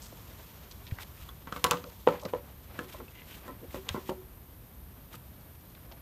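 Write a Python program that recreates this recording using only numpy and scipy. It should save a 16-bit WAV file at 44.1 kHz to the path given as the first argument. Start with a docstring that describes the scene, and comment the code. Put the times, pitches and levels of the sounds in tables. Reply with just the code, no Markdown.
"""Leafy forest ground: two thick green bamboo poles are gathered and laid down, close by.
They clack, boom hollowly and settle with lighter knocks, as modal resonators with a humming open mouth.
Rolls are runs of small contacts on the same modes; skins slip with dry ticks, made of noise cracks.
Bare feet thud as damped low tones or low noise and shuffle, with leaves that crackle and snap.
Filtered noise gives a low rumble of air and a steady high hiss."""
import sys
import numpy as np
from scipy import signal
from scipy.fft import rfft, irfft, next_fast_len
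from scipy.io import wavfile
from scipy.ndimage import uniform_filter1d

SR = 44100
rng = np.random.default_rng(int(sys.argv[2]) if len(sys.argv) > 2 else 0)


def materialize(psi):
    """Save the field psi as 16-bit PCM at rate SR to the path in sys.argv[1].

    A 1-D psi becomes a single channel; in a 2-D psi each row is a channel.
    """
    bounded = np.clip(np.atleast_2d(psi).T, -1, 1)
    quanta = np.round(bounded * 32767).astype(np.int16)
    wavfile.write(sys.argv[1], SR, quanta)


N = 265129
TIME = np.arange(N) / SR
AGE = np.arange(SR // 2) / SR   # time since the onset of a single sound [s]
CUTOFF_HZ = 15700
ON_WALL, ON_SOIL = 0, 1   # where a pole is struck


def from_db(db):
    """Decibel law: level to amplitude gain."""
    return 10 ** (np.asarray(db) / 20)


def rms_one(x):
    """Power normalisation: scale to unit rms."""
    return x / np.sqrt(np.mean(x ** 2) + 1e-20)


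def in_time(rows):
    """Linear interpolation: each column of a curve at every sample."""
    s, *columns = np.transpose(rows)
    return [np.interp(TIME, s, column) for column in columns]


def add(track, s, sound):
    """Superposition: mix a sound in from second s."""
    at = max(round(s * SR), 0)
    track[at:at + len(sound)] += sound[:N - at]


def fade(t60):
    """Exponential decay: 60 dB of loss in t60 seconds."""
    return from_db(-60 * AGE / t60)


def ring(hz, t60):
    """Damped oscillator: one struck mode."""
    return np.sin(2 * np.pi * hz * AGE) * fade(t60)


def band(x, low, high, order=3):
    """Causal Butterworth band-pass."""
    sos = signal.butter(order, [low, min(high, .45 * SR)], "band", fs=SR, output="sos")
    return signal.sosfilt(sos, x + 1e-18)


def log_bins(size):
    """Logarithmic frequency axis of a real spectrum."""
    return np.log(np.arange(size // 2 + 1) * SR / size + 1)


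def coloured(x, spectrum):
    """Spectral shaping: multiply a steady sound by a spectrum; rms 1."""
    hz, db = np.transpose(spectrum)
    size = next_fast_len(N)
    curve_db = np.interp(log_bins(size), np.log(hz), db, left=-80, right=-80)
    return rms_one(irfft(rfft(x, size) * from_db(curve_db), size)[:N])


def drift(rate, time=TIME):
    """Random modulation: straight lines between normal knots, rate of them per second."""
    knots = rng.standard_normal(4000)
    return np.interp(time * rate, np.arange(len(knots)), knots)


def burst(t60):
    """Decaying noise of unit energy."""
    noise = rng.standard_normal(len(AGE)) * fade(t60)
    return noise / np.linalg.norm(noise)


def crackle(per_s, clump_db, size_db=0.5):
    """Random impulse process: tiny cracks, slightly uneven in size, stronger and weaker in clumps."""
    sizes = rng.choice([-1, 1], N) * from_db(size_db * np.minimum(rng.exponential(1, N), 5))
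    return (rng.random(N) < per_s / SR) * sizes * from_db(clump_db * drift(90))


# Spectrum of the air rumble, before its low cut: (frequency [Hz], relative level [dB])
AIR_SPECTRUM = [(25, -12), (38, -6), (59, 4), (133, -5.5), (253, -13), (435, -20), (981, -24.5),
                (7570, -42.5), (9000, -32.5), (11700, -39), (19800, -120)]
# Spectrum of the high hiss: (frequency [Hz], relative level [dB])
HISS_SPECTRUM = [(8000, -19), (10400, -11), (11400, 3), (13200, 7.5), (14300, 2), (15200, -13),
                 (16000, -31)]


def background(air_db=-50.5, hiss_db=-60, swell_db=0.5, low_cut_hz=38):
    """Stationary noise: gently swelling air under an even high hiss."""
    air = coloured(rng.standard_normal(N), AIR_SPECTRUM)
    air = band(air, low_cut_hz, CUTOFF_HZ, order=2) * from_db(swell_db * drift(9))
    hiss = coloured(rng.standard_normal(N), HISS_SPECTRUM)
    return from_db(air_db) * air + from_db(hiss_db) * hiss


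def scraping(full_scale_db=-31.5, follows=0.85, rise_s=0.035, t60=0.33):
    """Sliding friction: strength of the scrape after each contact, as the pole grinds to rest."""
    power = np.zeros(N)
    for s, db, *_ in contacts():
        # the scrape follows only a share of the blow's decibels
        strength = from_db(full_scale_db + follows * db) * fade(t60) * (1 - fade(rise_s))
        add(power, s, strength ** 2)
    return np.sqrt(power)


# Strength of shuffling, before trims: (time [s], rubbing level [dB], leaf level [dB])
SHUFFLE_CURVE = [(0.0, -55, -55), (1.52, -59, -61.5), (1.64, -56, -55), (2.09, -59.5, -59),
                 (2.49, -56.5, -63), (3.23, -53, -60.5), (3.53, -55, -67), (3.99, -53, -55),
                 (4.29, -67, -67.5), (5.82, -58.5, -64.5), (6.0, -57, -66)]
# Spectrum of rubbing on soil: (frequency [Hz], relative level [dB])
RUB_SPECTRUM = [(150, 6), (300, 1.5), (550, 1.5), (1100, -4.5), (1800, -6), (3000, -12), (6000, -26)]
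# Spectrum of stirred leaves: (frequency [Hz], relative level [dB])
LEAF_SPECTRUM = [(900, 8.5), (1800, -6.5), (3300, 1.5), (5000, -3.5), (7000, -3.5), (10000, -11.5),
                 (15000, -1)]


def shuffle(rub_trim_db=-3, leaf_trim_db=-2, uneven_db=5.0, stirred_db=-16):
    """Friction noise: feet and pole ends rub over the soil and stir the litter."""
    rub_db, leaf_db = in_time(SHUFFLE_CURVE)
    scrape = scraping()
    leaves = coloured(crackle(per_s=5600, clump_db=2.0), LEAF_SPECTRUM)
    soil = coloured(rng.standard_normal(N) * from_db(uneven_db * drift(45)), RUB_SPECTRUM)
    # independent sources add in power
    leaf_gain = np.hypot(from_db(leaf_db + leaf_trim_db), from_db(stirred_db) * scrape)
    rub_gain = np.hypot(from_db(rub_db + rub_trim_db), scrape)
    return leaf_gain * leaves + rub_gain * soil


def crack_runs(rows, trim_db=-7.0, rise_s=0.0012, ragged_db=0.5, width=1.48, cracks_per_s=2500):
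    """Random impulse excitation: short, ragged runs of tiny cracks, each band-passed around its own pitch."""
    out = np.zeros(N)
    for s, db, hz, t60 in rows:
        cracks = rng.random(len(AGE)) < cracks_per_s / SR
        run = cracks * burst(t60) * from_db(ragged_db * drift(500, AGE)) * (1 - fade(rise_s))
        sound = band(run, hz / width, hz * width, order=2)
        peak = np.sqrt(uniform_filter1d(sound ** 2, size=88).max())   # over 2 ms
        add(out, s, from_db(db + trim_db) * sound / peak)
    return out


# Leaf and twig snaps, with a low foot thud at 0.123 s and a low footfall knock at 5.912 s:
# (time [s], level before trim [dB], pitch [Hz], t60 [s])
SNAPS_AND_STEPS = [(0.018, -40.5, 6000, 0.36), (0.123, -37.5, 443, .05), (0.7116, -39.5, 4340, 0.051),
                   (0.867, -38.5, 2900, 0.1), (0.9113, -37.5, 1830, 0.032), (0.985, -30.5, 1420, 0.089),
                   (1.007, -41, 2700, 0.06), (5.75, -45.5, 2860, 0.044), (5.912, -42, 620, 0.13),
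                   (5.915, -42.5, 3320, 0.066)]


def snaps_and_steps():
    """Band-limited impulse noise: high runs snap as leaves and twigs, two low ones knock as footfalls."""
    return crack_runs(SNAPS_AND_STEPS)


# A foot or a pole pushes through the leaves: (middle time [s], level [dB], half length [s])
LEAF_PUSHES = [(.46, -62, 0.1), (1.015, -45.5, 0.013), (1.223, -55.5, 0.055), (1.57, -53.5, 0.036),
               (2.295, -52.5, 0.0082), (2.87, -55, 0.1), (3.329, -52, 0.047), (5.148, -54, 0.023)]
# Spectrum of crushed leaves: (frequency [Hz], relative level [dB])
CRUNCH_SPECTRUM = [(800, 5), (1400, 4), (3200, 6), (5000, -1), (8000, -2.5), (11000, -3.5), (13500, 4),
                   (15500, -7)]


def rustles(crush_db=-25, crush_s=0.029):
    """Crushing under pressure: each push into the leaves, or pole landing on them, swells and dies away."""
    # a landing crushes leaves at crush_db against its own level
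    crushes = [(s, db + crush_db, crush_s) for s, db, _, _ in LANDING_BLOWS]
    pushes = list(LEAF_PUSHES) + crushes
    pressure = sum(from_db(db) * np.exp(-.5 * ((TIME - s) / half) ** 2) for s, db, half in pushes)
    return pressure * coloured(crackle(per_s=2000, clump_db=3.5), CRUNCH_SPECTRUM)


# Dull thumps on the soil: (time [s], level before the slow onset [dB], frequency [Hz], t60 [s])
SOIL_THUMPS = [(0.922, -18.5, 94, 0.054), (1.219, -37.5, 76.4, 0.12), (1.646, -38, 86.5, 0.24),
               (3.907, -31, 84, 0.13)]


def thumps(rise_s=0.014):
    """Heavily damped oscillation: soft soil yields slowly and soon stops swinging."""
    out = np.zeros(N)
    for s, db, hz, t60 in SOIL_THUMPS:
        add(out, s, from_db(db) * ring(hz, t60) * (1 - fade(rise_s)))
    return out


# Echoes off the ground and trunks: (delay [s], level [dB])
ECHO_PATHS = [(.0063, -22.5), (.0098, -17), (0.0198, -20)]


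def forest(x, low_db=-10, low_t60=0.17, high_db=-15.0, high_t60=0.26, split_hz=1700, build_s=0.0044):
    """Reflection and scattering: direct sound, dull echoes, dull scatter and a longer broadband tail."""
    paths = np.zeros(len(AGE))
    for delay, db in ECHO_PATHS:
        add(paths, delay, from_db([db]))
    scatter = from_db(low_db) * burst(low_t60) * (1 - fade(build_s))
    paths = band(paths + scatter, 53, split_hz, order=2)
    paths += from_db(high_db) * burst(high_t60)
    return x + signal.fftconvolve(x, paths)[:len(x)]


# Air chambers and wall of a pole, before chance variation:
# (frequency [Hz], level struck on the wall [dB], level set on the soil [dB], t60 [s])
POLE_MODES = [(176.3, -20.5, -14, .33), (282, -12.5, -11, 0.21), (375, -12, -8.5, 0.25),
              (489.4, 1, -9, .21), (515, -3, 4, 0.061), (572, -6.5, -6, 0.19), (732, -7.5, -15.5, .12),
              (824, -41, -12.5, 0.079), (927, -20, -21, 0.2), (1020, -17.5, -10.5, 0.17),
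              (1094, -15, -15.5, 0.094), (1181, -25, -24, 0.1), (1321, -12.5, -12, 0.11),
              (1380, -17, -18, 0.057), (1538, -8.5, -29, 0.059), (1966, -16, -11.5, 0.095)]


def pole_modes(place, vary_db=1.5, detune=0.0081, flutter_db=3.5, flutter_per_s=110):
    """Modal superposition: place and grip set the mode strengths; the ring flutters as the pole rocks."""
    strengths, shifts = rng.standard_normal((2, len(POLE_MODES)))
    modes = np.zeros(len(AGE))
    for (hz, *levels_db, t60), own, shift in zip(POLE_MODES, strengths, shifts):
        # the grip detunes mostly the higher modes, those of the wall
        shifted_hz = hz * (1 + detune * shift * min(hz / 1000, 2) ** 2)
        modes += from_db(levels_db[place] + vary_db * own) * ring(shifted_hz, t60)
    return modes * from_db(flutter_db * drift(flutter_per_s, AGE))


# Edges of the thud, hollow, wall, clack and tick registers: frequency [Hz]
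REGISTER_EDGES = [120, 330, 680, 1900, 4800, 15000]


def weighted(x, levels_db):
    """Minimum-phase equalisation: bring each register of a blow toward its level."""
    edges, size = np.array(REGISTER_EDGES), len(x)
    power = []
    for low, high in zip(edges, edges[1:]):
        onset = band(x[:size // 8], low, high, order=2)
        power.append(uniform_filter1d(onset ** 2, size=441).max())   # over 10 ms
    centres = np.sqrt(edges[:-1] * edges[1:])
    gain_db = np.interp(log_bins(size), np.log(centres), levels_db - 10 * np.log10(power))
    cepstrum = irfft(np.log(from_db(gain_db)), size)
    # fold the cepstrum onto its causal half: nothing sounds before the contact
    cepstrum[1:] *= 2
    cepstrum[size // 2:] = 0
    return irfft(rfft(x) * np.exp(rfft(cepstrum)), size)


# Broad resonances of the hard skin, before register weights: (frequency [Hz], level [dB], t60 [s])
SKIN_MODES = [(2980, 1.5, 0.0026), (3770, 1.5, 0.0026), (6800, 7, 0.0018), (12500, -22, 0.0012)]


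def knock(levels_db, spot_hz, place, ring_db, spot_db=1, spot_t60=0.017, crack_db=17, crack_t60=0.017,
          fibre_db=19, fibre_t60=0.041, fibre_hz=2800, lowest_hz=130):
    """Impact excitation: modes, struck spot and a brief crack, weighted by register for the contact."""
    body = from_db(ring_db) * pole_modes(place) + from_db(spot_db) * ring(spot_hz, spot_t60)
    body += sum(from_db(db) * ring(hz, t60) for hz, db, t60 in SKIN_MODES)
    body += from_db(crack_db) * burst(crack_t60)
    # the wall's many damped modes blur into a short noise
    body += from_db(fibre_db) * band(burst(fibre_t60), 150, fibre_hz, order=1)
    return weighted(band(forest(body), lowest_hz, REGISTER_EDGES[-1]), levels_db)


def unfold(blows, place, stages):
    """Multiple impact: each blow as contacts (s, dB, register weights dB, spot Hz, place struck)."""
    from_wall = np.arange(-2, 3)   # registers below or above the wall register
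    return [(s + delay, db + change, np.array(weights) + brightness * from_wall, spot_hz, place)
            for s, db, brightness, spot_hz in blows for (delay, change), weights in stages]


# Stages of a blow: (delay [s], level against the blow [dB])
FIRST = (0, 0)
GRAZE = (-.0035, -17)   # a light blow grazes just before it seats

# Weight of a rap in the thud, hollow, wall, clack and tick registers: level against the peak [dB]
RAP_WEIGHTS = (-8.5, -19, -3, -14, -25)
# A pole glances off the other, or off a twig as it rolls, before register trims:
# (time [s], level [dB], brightness [dB per register], struck spot [Hz])
RAP_BLOWS = [(1.29, -40.5, 3, 1110), (1.473, -34, -1.5, 980), (1.525, -25.5, 0.5, 1310),
             (1.563, -29, 0.5, 1170), (1.742, -29, -1, 980), (1.841, -39, -3.5, 1300),
             (2.254, -27.5, -3, 574), (2.791, -25, -0.5, 1660), (5.142, -40.5, 0, 1260)]


def raps():
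    """Glancing impact: a rap grazes, seats, then slips and catches again."""
    chatter = (0.0065, -13.5)
    return unfold(RAP_BLOWS, ON_WALL, [(GRAZE, RAP_WEIGHTS), (FIRST, RAP_WEIGHTS), (chatter, RAP_WEIGHTS)])


# Weights of the clack and of the wall swing in the five registers: level against the peak [dB]
CLACK_WEIGHTS = (-22, -29, -17.5, -12, -15.5)
SWING_WEIGHTS = (-19.5, -15, -1.5, -17.5, -43)
# The upright poles swing hard into each other, before register trims:
# (time [s], level [dB], brightness [dB per register], struck spot [Hz])
CLASH_BLOWS = [(1.642, -7.5, 0.5, 1063), (1.7107, -9, 0, 1200)]


def clashes():
    """Hard collision: after the clack the walls swing out, and the poles touch once more."""
    wall_swing, rattle = (.006, -7), (.023, -16)
    stages = [(FIRST, CLACK_WEIGHTS), (wall_swing, SWING_WEIGHTS), (rattle, RAP_WEIGHTS)]
    return unfold(CLASH_BLOWS, ON_WALL, stages)


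# Weights of soil contact, boom and rebound in the five registers: level against the peak [dB]
SOIL_WEIGHTS = (-5, -9.5, -5, -22.5, -29.5)
BOOM_WEIGHTS = (-18.5, -2.5, -11.5, -23.5, -54)
REBOUND_WEIGHTS = (-16.5, -32, -9.5, -31.5, -45)
# The butt of a pole is set down and its chambers boom, before register trims:
# (time [s], level [dB], brightness [dB per register], struck spot [Hz])
BOOM_BLOWS = [(2.074, -7.5, 1, 953), (2.336, -21, 0, 984)]


def booms():
    """Cavity resonance: the butt meets leaf litter, then firm soil, and bounces once."""
    cushion, bounce = (-0.0049, -20.5), (.0125, -1.4)
    stages = [(cushion, SOIL_WEIGHTS), (FIRST, BOOM_WEIGHTS), (bounce, REBOUND_WEIGHTS)]
    return unfold(BOOM_BLOWS, ON_SOIL, stages)


# A pole drops along its length and settles, before register trims:
# (time [s], level [dB], brightness [dB per register], struck spot [Hz])
LANDING_BLOWS = [(3.48, -34.5, 3.5, 960), (3.745, -28, 1.5, 580), (3.946, -29.5, -3, 1050),
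                 (4.093, -26.5, -1, 920)]


def landings():
    """Damped impact: a dropped pole grazes, lands and rocks down onto its other end."""
    settle = (.015, -9)
    return unfold(LANDING_BLOWS, ON_SOIL, [(GRAZE, SOIL_WEIGHTS), (FIRST, SOIL_WEIGHTS), (settle, SOIL_WEIGHTS)])


# Weight of a click in the five registers: level against the peak [dB]
CLICK_WEIGHTS = (-50, -50, -12, -2.5, -15.5)
# The lying poles click together, skin on skin, before register trims:
# (time [s], level [dB], brightness [dB per register], struck spot [Hz])
CLICK_BLOWS = [(3.890, -22, 0, 1006)]


def clicks():
    """Stiff contact: skin grazes skin, then seats."""
    return unfold(CLICK_BLOWS, ON_WALL, [(GRAZE, CLICK_WEIGHTS), (FIRST, CLICK_WEIGHTS)])


def contacts():
    """Superposition of impacts: the contacts of every kind of blow."""
    return raps() + clashes() + booms() + landings() + clicks()


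# As the poles come down their open mouths hum more strongly; the wall's ring varies from blow to blow:
# (time [s], mouth level against the hollow register [dB], modal ring level [dB], mouth frequency [Hz])
LOWERING_CURVE = [(1.72, -34, -5.5, 378), (2.34, -45, -17, 379.6), (2.8, -5, -10.5, 368),
                  (3.6, -16, 8, 374), (3.76, -4.5, -8, 384), (3.95, -8, -13, 382),
                  (4.1, -5.5, -12.5, 371.5)]


def poles(register_trim_db=(-2, -.2, -1.6, -2.2, -2.5), mouth_t60=0.52, waver_db=5.0, waver_per_s=45):
    """Coupled resonators: every knock also sets the air in the open end into a wavering hum."""
    out = np.zeros(N)
    mouth_db, ring_db, mouth_hz = in_time(LOWERING_CURVE)
    for s, db, weights, spot_hz, place in contacts():
        at = round(s * SR)
        add(out, s, knock(db + weights + register_trim_db, spot_hz, place, ring_db[at]))
        waver = from_db(waver_db * drift(waver_per_s, AGE))
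        hum = ring(mouth_hz[at], mouth_t60) * waver
        add(out, s, from_db(db + weights[1] + mouth_db[at]) * hum)   # weights[1]: hollow register
    return out


# Thin pings: (time [s], level [dB], frequency [Hz], t60 [s])
THIN_PINGS = [(1.291, -41, 3410, 0.033), (3.082, -45, 2640, 0.033)]


def pings():
    """Single-mode decay: a thin, short ring."""
    out = np.zeros(N)
    for s, db, hz, t60 in THIN_PINGS:
        add(out, s, from_db(db) * ring(hz, t60))
    return out


# Skin slips on skin with a dry tick: (time [s], level before trim [dB], pitch [Hz], t60 [s])
SKIN_SLIPS = [(1.669, -32, 3900, 0.023), (1.7195, -23, 3540, 0.0093), (1.731, -33, 3900, 0.015),
              (1.769, -37, 2810, 0.05), (1.84, -38, 3480, 0.011), (2.196, -42, 3480, 0.075),
              (2.214, -45, 5500, 0.033), (2.234, -43, 5300, 0.027), (2.25, -35, 3980, 0.053),
              (2.791, -40, 2520, 0.013), (4.094, -35, 2090, 0.021)]


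def skin_slips():
    """Stick-slip friction: skin lets go of skin in runs of cracks."""
    return crack_runs(SKIN_SLIPS)


# A pole rolls or drags in a run of small, soft contacts:
# (middle time [s], level [dB], half length [s], centre frequency [Hz])
ROLL_RUNS = [(1.864, -46, 0.019, 514), (2.135, -50.5, 0.022, 1900), (2.144, -44, 0.011, 940),
             (2.233, -42.5, .011, 900), (2.26, -35, .01, 483), (2.35, -36, .008, 617),
             (2.809, -43.5, 0.018, 333), (2.929, -52.5, 0.0061, 3150), (3.009, -45, 0.011, 1060),
             (3.012, -45, 0.017, 294), (2.946, -44.5, .004, 910), (3.189, -52.5, .035, 2400),
             (3.328, -52.5, .022, 2980), (3.505, -46.5, 0.016, 250), (3.638, -45, 0.015, 312),
             (3.757, -39.5, 0.0054, 503), (3.965, -39.5, 0.013, 1100), (3.974, -38.5, 0.015, 280),
             (4.112, -38, 0.011, 696)]


def rolls(contacts_per_s=700, width=1.36, damped_t60=0.12, fibre_db=25, fibre_t60=0.016):
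    """Rolling contact: small touches swell and fade, exciting pole modes damped by what it rolls on."""
    out = np.zeros(N)
    for s, db, half, hz in ROLL_RUNS:
        pressure = np.exp(-.5 * (AGE / half - 3) ** 2)   # peaks three half lengths in
        touches = (rng.random(len(AGE)) < contacts_per_s / SR) * rng.standard_normal(len(AGE)) * pressure
        body = pole_modes(ON_SOIL) * fade(damped_t60) + from_db(fibre_db) * burst(fibre_t60)
        sound = signal.fftconvolve(touches, body)[:len(AGE)]
        sound = band(sound, hz / width, hz * width, order=2)
        peak = np.sqrt(uniform_filter1d(sound ** 2, size=441).max())   # over 10 ms
        add(out, s - 3 * half, from_db(db) * sound / peak)
    return out


def scene():
    """Linear superposition of all sources in one channel."""
    ground = background() + shuffle() + snaps_and_steps() + rustles() + thumps()
    bamboo = poles() + pings() + skin_slips() + rolls()
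    return (ground + bamboo)[None]


def record(dry):
    """Band limiting: a steep elliptic low-pass cuts the top."""
    return signal.sosfilt(signal.ellip(10, .1, 80, CUTOFF_HZ, fs=SR, output="sos"), dry)


dry = scene()
out = record(dry)
materialize(out)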